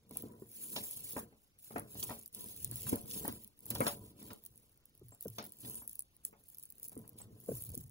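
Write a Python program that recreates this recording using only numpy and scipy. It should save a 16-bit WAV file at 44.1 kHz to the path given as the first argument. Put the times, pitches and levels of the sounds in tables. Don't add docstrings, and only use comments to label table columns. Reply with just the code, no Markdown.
import sys
import numpy as np
from scipy import signal
from scipy.fft import rfft, irfft
from scipy.io import wavfile
from scipy.ndimage import uniform_filter1d

SR = 44100
rng = np.random.default_rng(int(sys.argv[2]) if len(sys.argv) > 2 else 0)


def wav_out(sig):
    wavfile.write(sys.argv[1], SR, np.round(np.clip(np.atleast_2d(sig).T, -1, 1) * 32767).astype(np.int16))


def voltage_ratio(level):
    return 10 ** (np.asarray(level, float) / 20)


N = 348566

# peak_s, fizz_db, rasp_db, rise_s, fall_s
PULLS = [(.166, -59, -2.5, 0.081, 0.2), (.62, -53.5, -10, 0.19, 0.78), (.86, -51, -13, 0.5, 0.27),
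         (1.18, -50.5, -7, 1, 0.094), (1.6, -65.5, -9, .03, .2), (1.7, -59.5, -6, 0.14, 0.28),
         (2.06, -50, -5, 0.26, 0.25), (2.352, -53, -5, 0.034, 0.73), (2.88, -48.5, -4.5, 0.28, 0.25),
         (3.139, -48, -5, 0.13, 0.4), (3.71, -40, -11, 0.014, 0.012), (3.869, -47, -6, 0.31, 0.16),
         (4.088, -64, -4, 0.18, 0.074), (4.22, -62, -1.5, 0.098, 0.31), (1.4, -78, -12, 0.077, 0.092),
         (4.499, -75, -11, .3, 0.6), (5.101, -83, -16.5, 0.32, 0.28), (5.36, -66, -6, 0.41, 1),
         (5.7, -52, -10, 0.18, 0.24), (5.97, -67.5, -9, 0.36, 0.11), (6.25, -60, -20, 0.021, 0.11),
         (6.6, -68.5, -9.5, 0.37, 0.48), (6.9, -69.5, -8, 0.15, 0.44), (7.189, -62.5, -0.5, 0.031, 0.11),
         (7.55, -55.5, -22, 0.17, 0.58), (7.76, -57.5, -7, 0.58, 0.087)]
# peak_s, fizz_db, rasp_db, rise_s, fall_s
SLUMPS = [
    (2.031, -41, -20, 0.008, 0.035),
    (2.003, -50, -11, .015, 0.034),
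    (2.897, -43, -10, 0.027, .015),
    (6.852, -53, -17, 0.026, 0.028),
    (3.877, -36.5, -23, 0.018, 0.018),
    (6.835, -53.5, -14, 0.032, 0.058),
]
PULL_DROP_DB, PULL_SHAPE, PULL_REST_DB = 37.5, 2, -84.5
# time_s, looseness_0_1
LOOSENESS = [(0, 0.4), (.4, 0.2), (.55, 0), (1.3, 0.31), (1.6, .15), (2.4, 0.2), (4.2, 0.2), (4.45, 0.2),
             (5.5, 0.5), (5.65, 0.04), (5.85, 0.5), (7.15, 0.25), (7.45, 0), (7.9, 1)]

# peak_s, wall_db, table_db, rise_s, fall_s
SLIDES = [(.12, -61, -59, .045, .15), (.27, -56.5, -53, 0.37, .4), (.8, -56.5, -61, 0.49, .18),
          (1.01, -64.5, -59, 0.18, .2), (1.181, -55, -56.5, 0.14, .25), (1.759, -52, -50.5, 0.1, .25),
          (1.98, -60.5, -50, 0.096, .2), (2.11, -57.5, -52.5, 0.41, .2), (2.38, -58.5, -59.5, 0.076, .5),
          (2.71, -64, -45.5, 0.29, .2), (2.94, -51, -45, 0.3, .25), (3.268, -50.5, -49.5, 0.55, .27),
          (3.73, -57, -49, 0.17, .15), (3.82, -47, -45.5, 0.22, .18), (4.02, -58.5, -53.5, 0.6, .3),
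          (4.31, -54.5, -55.5, 0.31, .12), (4.5, -77, -68.5, 0.27, .6), (5.394, -55, -59, 0.042, .2),
          (5.662, -60, -53, 0.13, .4)]
# peak_s, wall_db, table_db, rise_s, fall_s
BRUSHES = [
    (5.08, -85, -56, 0.29, 0.093),
    (5.27, -65, -52, 0.045, 0.16),
    (6.3, -72, -82, 0.11, 0.28),
    (6.912, -68.5, -87, 0.3, 0.21),
    (7.01, -57.5, -55, 0.11, 0.1),
    (7.29, -63.5, -57, 0.82, 0.53),
    (7.5, -50, -40, 0.045, 0.095),
    (7.57, -64.5, -48.5, 0.12, 0.24),
    (7.7, -69, -42.5, 0.062, 0.39),
]
SLIDE_DROP_DB, SLIDE_SHAPE, SLIDE_REST_DB = 35.5, 1.39, -87.5
RIM_STEEPNESS, SLIDE_RIM_DB, BRUSH_RIM_DB = 1.06, -3.5, -8

# start_s, peak_db
TICKS = [(0.094, -49), (0.171, -25), (0.2229, -37), (0.615, -46), (0.6384, -52), (0.8963, -60),
         (0.9104, -31), (1.5878, -50), (1.645, -45), (1.782, -34), (1.7962, -34), (2.004, -37),
         (2.0283, -34), (2.2264, -42), (2.2604, -36.5), (2.2777, -41), (2.348, -31), (2.4085, -35),
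         (2.442, -35), (2.563, -37), (2.6458, -21), (2.7128, -26), (2.7576, -29), (2.877, -28),
         (2.9284, -32), (2.9582, -27.5),
         (3.112, -34), (3.255, -33), (3.279, -23), (3.3253, -35), (3.4451, -37), (3.591, -45.5),
              (3.6566, -36), (3.704, -21), (3.7509, -27.5), (3.8055, -22.5), (3.8674, -28), (3.8801, -24),
              (4.2652, -47), (4.3323, -36), (4.4384, -43), (4.462, -33.5), (4.577, -44), (4.8554, -44.5),
              (4.951, -51.5), (5.0843, -47), (5.091, -47.5), (5.148, -46), (5.2087, -34), (5.226, -33),
              (5.2497, -39), (5.2817, -35), (5.3009, -39.5), (5.3587, -57), (5.3842, -33), (5.4415, -39),
         (5.6984, -34), (5.7319, -51), (5.7546, -30.5), (5.877, -28), (5.8947, -34), (5.9309, -39),
             (5.955, -35), (5.993, -25.5), (6.0054, -33.5), (6.0225, -40), (6.2512, -25), (6.4833, -46),
             (6.5006, -43), (6.5465, -41), (6.5715, -44), (6.5839, -36), (6.597, -42), (6.6276, -41),
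             (6.6357, -38.5), (6.6545, -43),
         (6.7026, -38), (6.7233, -42), (6.7825, -45), (6.8844, -35), (6.977, -39.5), (7.093, -40.5),
                (7.402, -42.5), (7.461, -43.5), (7.5528, -33), (7.6226, -31.5), (7.638, -31.5),
                (7.752, -31.5), (7.7766, -28.5),
         (0.1101, -39), (0.1431, -50), (0.189, -41), (0.4903, -54), (0.5162, -41), (1.107, -34),
               (1.4187, -64), (1.6287, -47.5), (1.6781, -52), (1.9315, -45), (1.9455, -42), (1.9899, -51),
               (2.0842, -40), (2.2129, -46), (2.2333, -43), (2.591, -52), (2.6005, -54), (2.6763, -39),
               (2.7935, -41), (2.8084, -33), (3.0265, -46), (3.0584, -43), (3.1557, -36), (3.4281, -56),
               (3.4371, -40), (3.4765, -44), (3.6052, -44), (3.6646, -35), (3.9928, -48), (4.0397, -48),
               (4.2033, -54), (4.2278, -38), (4.4514, -41), (4.558, -52), (4.6947, -55), (4.7277, -58),
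               (4.775, -54.5), (4.8953, -62), (4.9771, -51), (4.995, -53), (5.1073, -50), (5.4024, -48),
               (5.4271, -42), (5.452, -37), (5.4644, -37), (5.4704, -46), (5.4934, -44), (5.5214, -39),
               (5.5697, -50), (5.6052, -45),
         (5.8237, -46), (5.912, -44), (6.1659, -49), (6.4373, -53), (6.488, -44), (6.708, -45),
              (6.7555, -55), (6.7984, -43), (6.83, -37), (6.8424, -38), (6.852, -40), (6.8624, -45),
              (6.8797, -39), (6.8946, -39), (6.918, -46), (6.9296, -45), (6.9541, -45), (6.9914, -46),
              (7.0778, -42), (7.1317, -55), (7.1651, -57), (7.1875, -43), (7.2424, -56), (7.4112, -48),
              (7.439, -49), (7.5143, -55), (7.666, -37), (7.6909, -41), (7.874, -56)]
# start_s, peak_db
CLICKS = [(0.1424, -64), (1.7644, -57), (1.7824, -45), (2.0014, -42), (2.0281, -28.5), (2.2129, -50),
          (2.2584, -56), (2.7444, -54), (2.835, -47), (2.9282, -49), (2.942, -50), (3.0774, -59),
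          (3.1116, -35), (3.1183, -41), (3.4451, -52), (3.707, -42), (3.7509, -39), (3.8666, -34),
          (4.2644, -58), (4.4534, -63), (4.463, -54), (5.2475, -66), (5.2824, -44.5), (5.3587, -59),
          (5.3857, -35.5), (5.9916, -62), (6.5465, -58), (6.6268, -64), (6.6354, -58)]
# start_s, peak_db, pitch_hz, t60_s
PINGS = [
    (0.637, -38.5, 9720, 0.11),
    (5.12, -54, 7500, 0.11),
    (6.2508, -30.5, 7780, 0.015),
    (6.2508, -38, 9840, 0.014),
    (5.754, -43, 8760, 0.24),
    (5.796, -52, 8920, 0.37),
    (5.822, -48.5, 11500, 0.1),
    (7.184, -46, 8660, 0.059),
    (7.19, -60, 8950, 0.22),
    (7.217, -40.5, 8070, 0.031),
]
JOSTLE_DB, JOSTLE_T60_S = -15.5, .03
TICK_SCATTER_RAD = .45

# start_s, peak_db, clack_db, crack_db
WALL_KNOCKS = [(0.107, -40.5, -24.5, -21), (0.155, -47.5, -13.5, -33), (0.235, -30.5, -41, -46),
               (0.256, -36, -51, -45), (0.761, -36, -10.5, 3.5), (1.1625, -29, -12.5, -43),
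               (1.179, -49.5, 0, -14), (1.322, -50.5, -18, -41), (1.7585, -31, -9, -47),
               (1.95, -42, -18.5, -14), (2.103, -35.5, -10.5, -17), (2.643, -44, -42.5, -7.5),
               (2.866, -48, -4, -19), (2.927, -18, -26.5, -38), (3.279, -26.5, -21.5, -20.5),
               (3.656, -60.5, -4.5, -7), (3.704, -36.5, -18, -6.5), (3.752, -49.5, 1, 7),
               (3.812, -24, -15, -32.5), (3.866, -37.5, 1.5, 5.5), (4.213, -42.5, -21.5, -17),
               (4.303, -44.5, -9, -5.5), (5.12, -54, -11.5, -26), (5.629, -48, -18, -10),
               (5.645, -39, -21.5, -12), (5.817, -51.5, -13.5, -20), (6.965, -30, -40, -60)]
# start_s, peak_db, clack_db, crack_db, thud_hz
CORNER_KNOCKS = [(0.419, -42.5, -28.5, -47, 392), (1.706, -53.5, -5.5, -19, 424),
                 (1.779, -60.5, 8, -5, 616), (2.03, -51.5, -9.5, -25, 380), (2.092, -55.5, 2.5, 0, 463),
                 (2.717, -44.5, -19.5, -11, 302), (2.9251, -28.5, -26, -45, 334),
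                 (3.249, -43, -6, -34, 292), (3.804, -26, -11, -26, 518), (3.857, -52.5, 5.5, -15.5, 490),
                 (5.383, -53, 7, 11, 454), (6.327, -60.5, -4.5, -29, 453), (6.918, -67, -3, -23, 600),
                 (7.039, -67, -5, -27, 186), (7.2, -67.5, 1, -10, 400)]
WALL_HZ, WALL_T60_S, CORNER_T60_S = 237.6, 0.059, 0.09

# start_s, peak_db, first_hz, swell_s, sag_s
THUMPS = [
    (5.013, -52.5, 382, 0.0046, 0.013),
    (5.254, -38, 482, 0.0051, 0.011),
    (7.486, -30.5, 473.6, 0.0049, 0.024),
    (7.513, -37.5, 482, 0.0048, 0.0112),
    (7.738, -50.5, 470, 0.0049, 0.022),
    (7.771, -39.5, 238.4, 0.0041, 0.025),
]

# pitch_hz, level_db, t60_s
WALL_MODES = [(226.6, 4.5, 0.13), (295.3, -2.5, 0.064), (347.5, -1.5, 0.042), (425.4, -3, 0.098),
              (466.5, -4, 0.19)]
# pitch_hz, level_db, t60_s
RIM_MODES = [(572, 6, 0.26), (626, 0, 0.12), (699, 2, 0.24), (794, -4, 0.26), (974.3, 8, 0.099),
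             (1240, -3, 0.027), (1522, -10.5, 0.23)]
# pitch_hz, level_db, t60_s
TABLE_MODES = [(66.5, -22, 0.14), (73.6, -16.5, 0.023), (111, -1, 0.11)]

# freq_hz, level_db
FIZZ = [(3000, -15.5), (6000, -7), (7500, 1.5), (9000, 5.5), (12000, 2.5), (15700, 6.5), (16100, -38),
        (17000, -74)]
# freq_hz, level_db
RASP = [(500, 2), (1200, -16.5), (2200, 3), (3500, 7.5), (5500, 4), (7500, -10.5), (10000, -32.5)]
# freq_hz, level_db
CLACK = [(250, -24.5), (550, 2.5), (900, 1.5), (1500, -4.5), (2300, -8), (3500, -29)]
# freq_hz, level_db
HUSH = [(20, -11), (45, 2), (110, 1), (250, -6.5), (700, -17), (2000, -19), (6000, -20.5), (9000, -28),
        (15500, -33.5), (16500, -44)]
HUSH_DB = -74

# freq_hz, right_lead_rad, wander_rad, left_minus_right_db; around 8.5
# and 13.4 kHz the sides stay nearly opposite in phase
PORTS = [(0, 0, .5, 0), (200, -.22, .2, 0), (400, -.7, .4, 0), (700, -1.1, .75, 4.5),
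         (1100, -1.5, 1.2, 2.5), (1500, -2.1, 1.7, 1), (2500, -3.8, 1.8, 0), (5500, -1.5, 1.8, -1),
         (7200, 1.6, .9, 0), (8000, 3.07, .09, 0), (9000, 3.22, .09, 0), (10000, 5.3, .8, 0),
         (11200, 6.3, .2, 0), (12300, 8, .8, 0), (12900, 9.35, .09, 0), (13900, 9.5, .09, 0),
         (14800, 11.4, .8, 0), (15500, 12.55, .2, 0)]
PORT_AIR_DB, PORT_AIR_HZ = -81., 88.7


def evened(x):
    return x / np.sqrt(np.mean(x ** 2) + 1e-20)


def coloured(x, spectrum):
    hz, db = np.transpose(spectrum)
    log_hz = np.log(np.fft.rfftfreq(512, 1 / SR) + 1)
    response = irfft(voltage_ratio(np.interp(log_hz, np.log(hz), db)))
    return signal.oaconvolve(x, np.roll(response, 256) * np.hanning(512), "same")


def ring(hz, t60_s, count, phase_rad=0):
    t = np.arange(count) / SR
    return voltage_ratio(-60 * t / max(t60_s, .001)) * np.sin(2 * np.pi * hz * t + phase_rad)


def resonate(drive, modes):
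    response = sum(voltage_ratio(db) * ring(hz, t60_s, 12000) / np.sqrt(t60_s) for hz, db, t60_s in modes)
    return signal.oaconvolve(drive, response / np.linalg.norm(response))[:N]


def add(mix, start_s, sound):
    part = mix[max(round(start_s * SR), 0):][:len(sound)]
    part += sound[:len(part)]


def contacts(per_s, spread_db):
    draw = rng.random(N)
    size = np.minimum(rng.exponential(1, N), 5)
    return evened((draw < per_s / SR) * voltage_ratio(spread_db * size) * rng.standard_normal(N))


def clumps(ms, depth_db):
    size = round(ms * SR / 1000)
    slow = uniform_filter1d(uniform_filter1d(rng.standard_normal(N), size), size)
    return voltage_ratio(depth_db * evened(slow))


def strokes(peak_s, top_db, rise_s, fall_s, drop_db, shape, rest_db):
    t = np.arange(0, N / SR, 1 / 500)[:, None]
    away = np.where(t < peak_s, (peak_s - t) / abs(rise_s), (t - peak_s) / abs(fall_s))
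    power = (voltage_ratio(top_db - drop_db * away ** shape) ** 2).sum(axis=1) + voltage_ratio(rest_db) ** 2
    return np.interp(np.arange(N) / SR, t[:, 0], np.sqrt(power))


def rummage():
    peak_s, fizz_db, rasp_db, *sides_s = np.transpose(PULLS + SLUMPS)
    fade = PULL_DROP_DB, PULL_SHAPE, PULL_REST_DB
    pull = strokes(peak_s, fizz_db, *sides_s, *fade)
    scrape = strokes(peak_s, fizz_db + rasp_db, *sides_s, *fade)
    time_s, looseness = np.transpose(LOOSENESS)
    loose = np.clip(np.interp(np.arange(N) / SR, time_s, looseness), 0, 1)
    flow = clumps(ms=14.0, depth_db=1.64 + 6.2 * loose)
    single = contacts(per_s=150., spread_db=2.0)
    decay = np.exp(-np.log(1000) / (.006 * SR))
    splash = evened(signal.lfilter([1], [1, -decay], abs(single)) * rng.standard_normal(N))
    packed = contacts(per_s=12000.0, spread_db=-2.0) * flow
    hits = np.sqrt(1 - loose) * packed + np.sqrt(loose) * splash
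    dull_hits = contacts(per_s=9000.0, spread_db=2.5) * np.sqrt(flow)
    fizz = evened(coloured(hits, FIZZ)) * pull * voltage_ratio(4.5)
    rasp = evened(coloured(dull_hits, RASP)) * scrape * voltage_ratio(-3.5)
    return fizz + rasp


def slides():
    peak_s, wall_db, table_db, *sides_s = np.transpose(SLIDES + BRUSHES)
    rim_db = wall_db + np.repeat([SLIDE_RIM_DB, BRUSH_RIM_DB], [len(SLIDES), len(BRUSHES)])
    wall = strokes(peak_s, wall_db, *sides_s, SLIDE_DROP_DB, SLIDE_SHAPE, SLIDE_REST_DB)
    table = strokes(peak_s, table_db, *sides_s, SLIDE_DROP_DB, SLIDE_SHAPE, SLIDE_REST_DB)
    rim = strokes(peak_s, rim_db, *sides_s, RIM_STEEPNESS * SLIDE_DROP_DB, SLIDE_SHAPE, SLIDE_REST_DB - 26)
    drag = contacts(per_s=1300.0, spread_db=2.0) * clumps(ms=14.0, depth_db=-0.5)
    shake = resonate(drag * wall * voltage_ratio(1.8), WALL_MODES)
    rattle = resonate(drag * rim * voltage_ratio(-7.5), RIM_MODES)
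    thrum = resonate(rng.standard_normal(N) * table * voltage_ratio(-2.0), TABLE_MODES)
    return shake + rattle + thrum


def hush():
    hz, db = np.transpose(HUSH)
    log_hz = np.log(np.fft.rfftfreq(N, 1 / SR) + 1)
    shape = voltage_ratio(np.interp(log_hz, np.log(hz), db))
    return voltage_ratio(HUSH_DB) * evened(irfft(rfft(rng.standard_normal(N)) * shape, N))


def ticks():
    out = np.zeros(N)
    hits = TICKS
    onset = np.sin(np.pi / 2 * np.minimum(np.arange(1000) / 16., 1)) ** 2
    fade = voltage_ratio(JOSTLE_DB - 60 * np.arange(1000) / SR / JOSTLE_T60_S)
    for start_s, db in hits:
        modes = sum(ring(8400 + 7500 * u, .007, 1000, 9 * v) for u, v in rng.random((10, 2)))
        snap = sum(ring(4200 + 3200 * u, 0.005, 1000) for u in rng.random(4))
        jostle = fade * evened(coloured(rng.standard_normal(1000), FIZZ))
        add(out, start_s, voltage_ratio(db - 5.0) * onset * (modes + 0.17 * snap + jostle))
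    for start_s, db in CLICKS:
        modes = sum(ring(2900 + 4500 * u, 0.013, 1000, 9 * v) for u, v in rng.random((8, 2)))
        add(out, start_s, voltage_ratio(db - 7.0) * onset * modes)
    for start_s, db, hz, t60_s in PINGS:
        add(out, start_s, voltage_ratio(db) * ring(hz, t60_s, 8000))
    return out


def knocks():
    blows = [(*row, WALL_HZ, WALL_T60_S) for row in WALL_KNOCKS]
    blows += [(*row, CORNER_T60_S) for row in CORNER_KNOCKS]
    thud, clack, crack, shake, rattle = np.zeros((5, N))
    t = np.arange(4000) / SR
    for start_s, db, clack_db, crack_db, hz, t60_s in blows:
        rise_s = 0.0011 + 0.000075 * max(-clack_db, 0)
        rise = 1 - np.exp(-(t / rise_s) ** 2)
        add(thud, start_s, voltage_ratio(db + 5.5) * rise * ring(hz, 0.5 * t60_s, 4000))
        add(shake, start_s + 0.0018, voltage_ratio(db + 0.15 * clack_db - 4.5) * np.hanning(40))
        add(rattle, start_s + 0.00215, voltage_ratio(db + clack_db + 5.5) * np.hanning(20))
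        settle = 2.9 * voltage_ratio(-60 * t / 0.004) + voltage_ratio(-60 * t / t60_s) + 0.48 * voltage_ratio(-16.0 * t / t60_s)
        add(clack, start_s, voltage_ratio(db + clack_db + 14.5) * settle * rise * rng.standard_normal(4000))
        add(crack, start_s, voltage_ratio(db + crack_db - 2.0) * settle * rise * rng.standard_normal(4000))
    rings = resonate(shake, WALL_MODES) + resonate(rattle, RIM_MODES)
    return rings + thud + coloured(clack, CLACK) + coloured(crack, RASP)


def thumps():
    out, t = np.zeros(N), np.arange(6000) / SR
    for start_s, db, first_hz, swell_s, sag_s in THUMPS:
        pitch_hz = 110.5 + (first_hz - 100.) / (1 + (t / (swell_s + sag_s)) ** 4)
        turn = 2 * np.pi * np.cumsum(pitch_hz) / SR
        pulse = (t / swell_s) ** 2 * np.exp(2 - 2 * t / swell_s)
        tail = 0.44 * (1 - np.exp(-t / sag_s)) * np.exp(-t / 0.059)
        others = 0.55 * np.sin(0.433 * turn) + 0.34 * np.sin(1.3 * turn)
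        others += 0.045 * np.sin(2.21 * turn) + 0.052 * np.sin(3.2 * turn)
        add(out, start_s, voltage_ratio(db) * ((pulse + tail) * np.sin(turn) + pulse * others))
    return out


def room(x, t60_s, wet_db):
    tail = rng.standard_normal(8000) * voltage_ratio(-60 * np.arange(8000) / SR / t60_s)
    return x + voltage_ratio(wet_db) * signal.oaconvolve(x, tail / np.linalg.norm(tail))[:N]


def ports(x, scatter_rad):
    hz, t, z = signal.stft(x, SR, nperseg=256, noverlap=192)
    at_hz, *columns = np.transpose(PORTS)
    lead, wander, tilt_db = (np.interp(hz, at_hz, c)[:, None] for c in columns)
    drift = rng.standard_normal((len(hz), len(t)))
    drift = uniform_filter1d(uniform_filter1d(drift, size=4, axis=0), size=30, axis=1)
    drift = evened(drift)
    phase = lead + (wander + scatter_rad) * drift * (.4 + .6 * abs(drift))
    half = voltage_ratio(tilt_db / 2) * np.exp(-.5j * phase)
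    return signal.istft(np.array([z * half, z / half]), SR, nperseg=256, noverlap=192)[1][:, :N]


def scene():
    near = rummage() + slides() + knocks() + thumps()
    no_bass = signal.butter(3, 60., "high", fs=SR, output="sos")
    near = signal.sosfilt(no_bass, near)
    mix = ports(room(near, t60_s=.1, wet_db=-15.) + hush(), 0)
    mix = mix + ports(room(ticks(), t60_s=.1, wet_db=-15.), TICK_SCATTER_RAD)
    low = signal.butter(2, PORT_AIR_HZ, fs=SR, output="sos")
    air = signal.sosfilt(low, rng.standard_normal((2, N)))
    return mix + voltage_ratio(PORT_AIR_DB) * evened(air)


def roll_off(x):
    return signal.sosfilt(signal.butter(12, 17100, fs=SR, output="sos"), x)


def record(dry):
    edge = signal.firwin(201, 16500, window=("kaiser", 5), fs=SR)
    return roll_off(signal.oaconvolve(dry, edge[None], "same"))


dry = scene()
out = record(dry)
wav_out(out)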